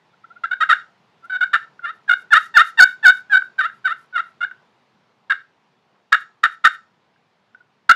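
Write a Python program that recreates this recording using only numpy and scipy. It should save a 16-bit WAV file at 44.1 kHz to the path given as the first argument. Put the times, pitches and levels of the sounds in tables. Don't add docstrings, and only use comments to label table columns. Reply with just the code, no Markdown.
import sys
import numpy as np
from scipy import signal
from scipy.fft import rfft, irfft
from scipy.io import wavfile
from scipy.ndimage import uniform_filter1d

SR = 44100
rng = np.random.default_rng(int(sys.argv[2]) if len(sys.argv) > 2 else 0)


def convert_level_to_amplitude(level_db):
    exponent = np.asarray(level_db, float) / 20
    return 10 ** exponent


def store_wav(level_fs):
    pcm = np.round(np.clip(np.atleast_2d(level_fs), -1, 1) * 32767)
    wavfile.write(sys.argv[1], SR, pcm.T.astype(np.int16))


N = 350595

# frequency in Hz, density in dB per Hz.
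HISS_SPECTRUM = [(35, -11.5), (95, -38.5), (120, 5.5), (152, -2), (220, 1), (270, -9.5), (413, -2.5),
                 (510, -7), (930, -3.5), (1290, -8), (3760, -17), (4630, -20.5), (7300, -32), (7900, -36.5),
                 (13000, -47)]
# time in seconds, hiss level in dB.
HISS_DRIFT = [(0.0, -60.5), (3.0, -58.5), (4.6, -60), (5.2, -63), (7.95, -64)]
# delay in seconds, level in dB.
ECHOES = [(.0042, -25), (.0078, -23), (.0125, -20.5), (.018, -27.5), (.023, -24.5), (.034, -23.5),
          (.086, -33), (.094, -38.5)]
# frequency in Hz, time to fall 60 dB in seconds.
ROOM_DECAY = [(500, 0.088), (1400, 0.27), (3500, 0.22), (6000, 0.47), (10000, 0.14)]
# start in seconds, length in seconds, level in dB.
SLIDES = [(1.241, 0.022, -68.5), (1.592, 0.053, -79.5), (1.927, .07, -78.5), (2.165, .085, -67.5),
          (2.384, 0.12, -60.5), (2.633, .1, -58), (2.858, .105, -62), (3.121, 0.11, -64), (3.41, .1, -79),
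          (3.685, 0.14, -79.5), (3.957, 0.12, -73.5), (4.232, 0.11, -77.5), (4.504, 0.068, -92.5),
          (5.404, .04, -89), (6.188, .055, -67.5), (6.51, .05, -69.5), (6.715, .055, -67)]
# share of the length 0-1, level in dB.
SLIDE_SHAPE = [(0, -5), (.2, -1.5), (.6, -1), (1, -21)]
# frequency in Hz, density in dB per Hz.
SCRAPE_SPECTRUM = [(900, -16), (1300, 10), (1800, 9), (2400, -8), (4500, -3), (6500, -4), (9000, -10),
                   (10800, -4.5), (12000, -9.5), (14000, -25), (15500, -39.5)]
# time in seconds, peak in dB, ring in Hz.
TOUCHES = [
    (1.7928, -23, 1450),
    (3.4208, -10, 1465),
    (3.697, -21, 1623),
    (4.512, -15, 1516),
    (7.16, -48.5, 1600),
    (7.5471, -25.5, 1490),
]
# frequency in Hz, width in Hz, level in dB.
POT_MODES = [(704, 330, -25.5), (1333, 127.8, 5.5), (1567, 128.8, 7), (1787, 164.8, -1.5),
             (2183, 240, -14.5), (2797, 81, -13), (3707, 128, -14.5), (4580, 200, -31), (5650, 390, -41),
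             (6600, 700, -43.5), (8300, 2500, -47), (11300, 1200, -49.5)]
# time in seconds, depth in dB.
CATCHES = [(0.453, 12), (.527, 12), (1.311, 6), (1.317, 13.5), (1.324, 3.5), (1.424, 5), (2.107, 19),
           (2.124, 13), (2.132, 6), (2.349, 0), (2.354, -2), (2.817, 15.5), (3.075, 4), (3.364, 16),
           (3.604, 3.5), (3.873, 3.5), (4.175, 12.5), (4.409, 7), (4.413, 6), (4.425, 13), (4.443, 7),
           (7.906, 2)]

# start in seconds, break in seconds, end in seconds, level in dB, lowest slip rate in Hz.
PURRS = [
    (.436, .448, .457, -14, 658),
    (.511, .527, .54, -15, 711),
    (.604, .622, .642, -11, 611),
    (.69, .713, .739, -7, 597),
    (1.297, 1.334, 1.376, -18, 751),
    (1.407, 1.422, 1.446, -11, 727),
    (4.406, 4.424, 4.451, -15, 695),
]
YELPS = [
    (2.078, 2.102, 2.143, -7, 702.5),
    (2.306, 2.34, 2.385, -2.5, 577.5),
    (2.541, 2.582, 2.622, -0.5, 594.5),
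    (2.774, 2.807, 2.845, 1, 732),
    (3.028, 3.065, 3.113, -2, 733.6),
    (3.297, 3.344, 3.384, -6.5, 746),
    (1.82, 1.856, 1.914, -20, 576),
    (4.126, 4.176, 4.208, -14, 618),
]
SOFT_YELPS = [
    (3.581, 3.613, 3.672, -11, 588.6),
    (3.843, 3.881, 3.932, -12, 588),
]
CLUCKS = [
    (1.531, 1.55, 1.569, -10, 596.4),
    (5.297, 5.318, 5.335, -12, 532.6),
    (6.121, 6.139, 6.157, -5, 557.2),
    (6.432, 6.451, 6.468, -7.5, 605),
    (6.64, 6.66, 6.68, -3.5, 599),
    (7.891, 7.906, 7.924, 0.5, 654),
]
SQUEAKS = [
    (.13, 0.14, .148, -53.5, 682),
    (.237, 0.242, .258, -38, 648),
    (.298, 0.306, .335, -40, 668),
    (.356, 0.364, .385, -40, 695),
    (1.225, 1.246, 1.275, -38, 674),
    (7.601, 7.606, 7.622, -47, 718),
]

# place (0 start, 1 break, 2 end), level in dB,
# sag of the rate (0 front, 0.5 knee, 1 lowest).
PURR_SHAPE = [(0, -9, 0), (.3, -1.5, .8), (1, -4, 0.98), (1.62, 0, 0.99), (1.85, -4.5, 1), (2, -18.5, 0.94)]
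YELP_SHAPE = [(0, -26.5, 0.0037), (.54, -8, .06), (.72, -1.5, .42), (.96, 0, .5), (1.05, -1.5, .95),
              (1.3, -1.5, 1), (1.84, -2, 1), (2.001, -22, 1)]
SOFT_YELP_SHAPE = [(0, -19.5, 0), (.32, 1.5, 0.077), (.62, -2, .08), (.95, 4, .85), (1.15, -2.5, 0.95),
                   (1.4, 0.5, 1), (1.8, -3.5, 1), (2, -17.5, 1)]
CLUCK_SHAPE = [(0, -18.5, 0), (.14, -3.5, .3), (.5, -0.5, 1), (1, -6.5, 0.99), (1.55, -1.5, 1),
               (2, -19.5, 0.99)]
SQUEAK_SHAPE = [(0, -16, 1), (1, 1, 0.95), (1.5, -5.5, 0.79), (2, -22, 1)]

# front rate at full press in Hz, share of the lowest rate added to it,
# return to rest after the break 0-1, lateness of that return, loss in dB per Hz under the knee.
PURR_HAND = (208.5, 1, 1.52, 1.37, 0)
YELP_HAND = (914.5, 0, 0.7, 2.5, 0.06)
SOFT_YELP_HAND = (914.5, 0, 1.1, 2.4, 0.12)
CLUCK_HAND = (139.5, 1, 1.42, 1.19, 0)
SQUEAK_HAND = (0, 1, 1.7, 1.5, 0.01)

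YELP_GRIT, CLUCK_GRIT, SQUEAK_GRIT = 0.14, 0.24, 0.06
REST_HZ, KNEE_HZ = 733.2, 695
FRONT_HZ_PER_DB = 12
CATCH_S = 0.0028
ROOM_DB = -18


def evened(x):
    return x / np.sqrt(np.mean(abs(x) ** 2) + 1e-20)


def read_db(points, hz):
    f, value = np.transpose(points)
    return np.interp(np.log(hz + 1), np.log(f + 1), value)


def add(mix, start_s, sound):
    part = mix[round(start_s * SR):][:len(sound)]
    part += sound[:len(part)]


def hiss():
    frames, hz = N // 256 + 5, np.fft.rfftfreq(1024, 1 / SR)
    real, imag, patches = rng.standard_normal((frames, 513, 3)).T
    patches = uniform_filter1d(patches, size=8, axis=0)
    patches = evened(uniform_filter1d(patches, size=10, axis=1))
    level_db = read_db(HISS_SPECTRUM, hz)[:, None] + 1.4 * patches
    noise = signal.istft((real + 1j * imag) * convert_level_to_amplitude(level_db), nperseg=1024, noverlap=768)[1][:N]
    s, drift_db = np.transpose(HISS_DRIFT)
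    return evened(noise) * convert_level_to_amplitude(np.interp(np.arange(N) / SR, s, drift_db))


def room(x):
    taps = np.zeros(SR // 2)
    at = np.arange(500, len(taps) - 20, 20)
    taps[at + rng.integers(0, 20, len(at))] = rng.choice([-1., 1.], len(at))
    hz, t, bands = signal.stft(taps, SR, nperseg=256)
    decay_db = -60 * t / read_db(ROOM_DECAY, hz)[:, None]
    response = signal.istft(bands * convert_level_to_amplitude(decay_db), SR, nperseg=256)[1]
    response *= convert_level_to_amplitude(ROOM_DB) / np.linalg.norm(response)
    response[0] = 1
    for k, (delay_s, db) in enumerate(ECHOES):
        response[round(delay_s * SR)] += (-1) ** k * convert_level_to_amplitude(db)
    return signal.fftconvolve(x, response / np.linalg.norm(response))[:N]


def slide(start_s, length_s, db):
    share, shape_db = np.transpose(SLIDE_SHAPE)
    s = start_s + share * length_s
    t = np.arange(s[0], s[-1], 1 / SR)
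    sand, uneven = rng.standard_normal((2, 8192))
    sand *= convert_level_to_amplitude(3.5 * evened(uniform_filter1d(uneven, size=160)))
    color = convert_level_to_amplitude(read_db(SCRAPE_SPECTRUM, np.fft.rfftfreq(8192, 1 / SR)))
    scrape = irfft(rfft(sand) * color)[:len(t)]
    level_db = np.interp(t, s, db + shape_db) + 12.5
    return s[0], convert_level_to_amplitude(level_db) * scrape * signal.windows.tukey(len(t), 0.2)


def pot(hz):
    modes = 0
    for k, (f, width_hz, db) in enumerate(POT_MODES):
        damping = 1j * hz * width_hz
        modes = modes + (-1) ** k * convert_level_to_amplitude(db) * damping / (f ** 2 - hz ** 2 + damping)
    dip = (1143.0 ** 2 - hz ** 2 + 1j * hz * 130.0) / (1154.0 ** 2 - hz ** 2 + 1j * hz * 270.0)
    top = 1 / (1 + 1.4j * hz / 12000 - (hz / 12000) ** 2) ** 2
    bass = (1j * hz / (1j * hz + 833.0)) ** 2
    return modes * dip * top * bass


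def touch(db, hz):
    t = np.arange(2048) / SR
    ring = np.sin(2 * np.pi * hz * t) * convert_level_to_amplitude(-60 * t / 0.026) * np.clip(t / 0.002, 0, 1)
    body = uniform_filter1d(irfft(pot(np.fft.rfftfreq(2048, 1 / SR))), size=9)
    return convert_level_to_amplitude(db) * (ring + 0.3 * body / abs(body).max())


def grip():
    t = np.arange(0, N, 16) / SR
    lost_db = sum(db * np.exp(-((t - s) / CATCH_S) ** 2) for s, db in CATCHES)
    return convert_level_to_amplitude(-np.interp(np.arange(N) / SR, t, lost_db))


def unfold(row, shape, hand):
    start_s, break_s, end_s, db, low_hz = row
    full_hz, follow, ease, late, loss = hand
    place, shape_db, sag = np.transpose(shape)
    front_hz = max(full_hz + follow * low_hz + FRONT_HZ_PER_DB * db, low_hz, KNEE_HZ * (1 - follow))
    knee_hz = max(low_hz + 15, min(KNEE_HZ, front_hz))
    hz = np.interp(sag, [0, 0.5, 1], [front_hz, knee_hz, low_hz])
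    hz = hz + (REST_HZ - hz) * ease * np.clip(place - 1, 0, 1) ** late
    s = np.interp(place, [0, 1, 2], [start_s, break_s, end_s])
    level_db = db + shape_db - loss * np.maximum(KNEE_HZ - hz, 0)
    return np.transpose([s, level_db, hz])


def slip_train(turns, hz, level_db):
    k = np.arange(1, 21)[:, None]
    soft_db = 0.21 * np.clip(-level_db - 8, 0, 60) + 0.8 * np.clip(-level_db - 27, 0, 60)
    sharp = convert_level_to_amplitude(-soft_db * np.log2(np.maximum(k * hz / 1600, 1)))
    reach = np.sqrt((abs(sharp * pot(k * hz)) ** 2).sum(0) / 2)
    slips = (sharp * np.cos(2 * np.pi * k * turns)).sum(0)
    return slips / uniform_filter1d(reach, size=80)


def stroke(rows, grit, lift):
    s, *columns = np.transpose(sorted(map(tuple, rows)))
    t = np.arange(s[0] - 0.002, s[-1] + 0.0013, 1 / SR)
    level_db, hz = (np.interp(t, s, c) for c in columns)
    level_db = uniform_filter1d(level_db, size=110)
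    grit = grit * np.clip(1 + (700 - hz) / 130, 1, 1.65)
    waver, flutter, sand = rng.standard_normal((3, 6000))[:, :len(t)]
    waver = evened(uniform_filter1d(waver, size=130))
    flutter = evened(uniform_filter1d(flutter, size=100))

    hz = uniform_filter1d(hz, size=60) * (1 + 0.076 * grit * waver)
    hz *= 1 + lift * np.exp((t - t[-1]) / 0.006)
    turns = np.cumsum(hz) / SR
    slips = slip_train(turns, hz, level_db) * convert_level_to_amplitude(8.03 * grit * flutter)

    response = pot(np.fft.rfftfreq(8192, 1 / SR))
    gate = 0.13 + np.exp(-(turns % 1) / 0.34)
    grains = signal.lfilter([1], [1, -0.25], sand * gate)
    grains /= np.std(irfft(rfft(grains, 8192) * response)[:len(t)])

    edge = np.clip(np.minimum(t - t[0], t[-1] - t) / 0.0016, 0, 1)
    drive = convert_level_to_amplitude(level_db) * edge * (np.sqrt(1 - grit ** 2) * slips + grit * grains)
    return t[0], irfft(rfft(drive, 8192) * response)


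def scene():
    call = np.zeros(N)
    for table, shape, hand, grit, lift in (
            (PURRS, PURR_SHAPE, PURR_HAND, YELP_GRIT, 0.18),
            (YELPS, YELP_SHAPE, YELP_HAND, YELP_GRIT, 0.18),
            (SOFT_YELPS, SOFT_YELP_SHAPE, SOFT_YELP_HAND, YELP_GRIT, 0.1),
            (CLUCKS, CLUCK_SHAPE, CLUCK_HAND, CLUCK_GRIT, 0.05),
            (SQUEAKS, SQUEAK_SHAPE, SQUEAK_HAND, SQUEAK_GRIT, 0.02)):
        for row in table:
            add(call, *stroke(unfold(row, shape, hand), grit, lift))
    call = call * grip()
    for start_s, length_s, db in SLIDES:
        add(call, *slide(start_s, length_s, db))
    for s, db, hz in TOUCHES:
        add(call, s, touch(db, hz))
    return (convert_level_to_amplitude(-0.5) * room(call) + hiss())[None]


def roll_off(x):
    return signal.sosfilt(signal.butter(12, 15770, fs=SR, output="sos"), x)


def record(dry):
    clipped = np.clip(dry, -0.9, 0.9)
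    cut = signal.sosfilt(signal.butter(2, 140, "high", fs=SR, output="sos"), clipped)
    lowpass = signal.firwin(255, 15600, window=("kaiser", 8), fs=SR)
    cut = signal.oaconvolve(cut, lowpass[None], "same")
    return roll_off(cut)


dry = scene()
out = record(dry)
store_wav(out)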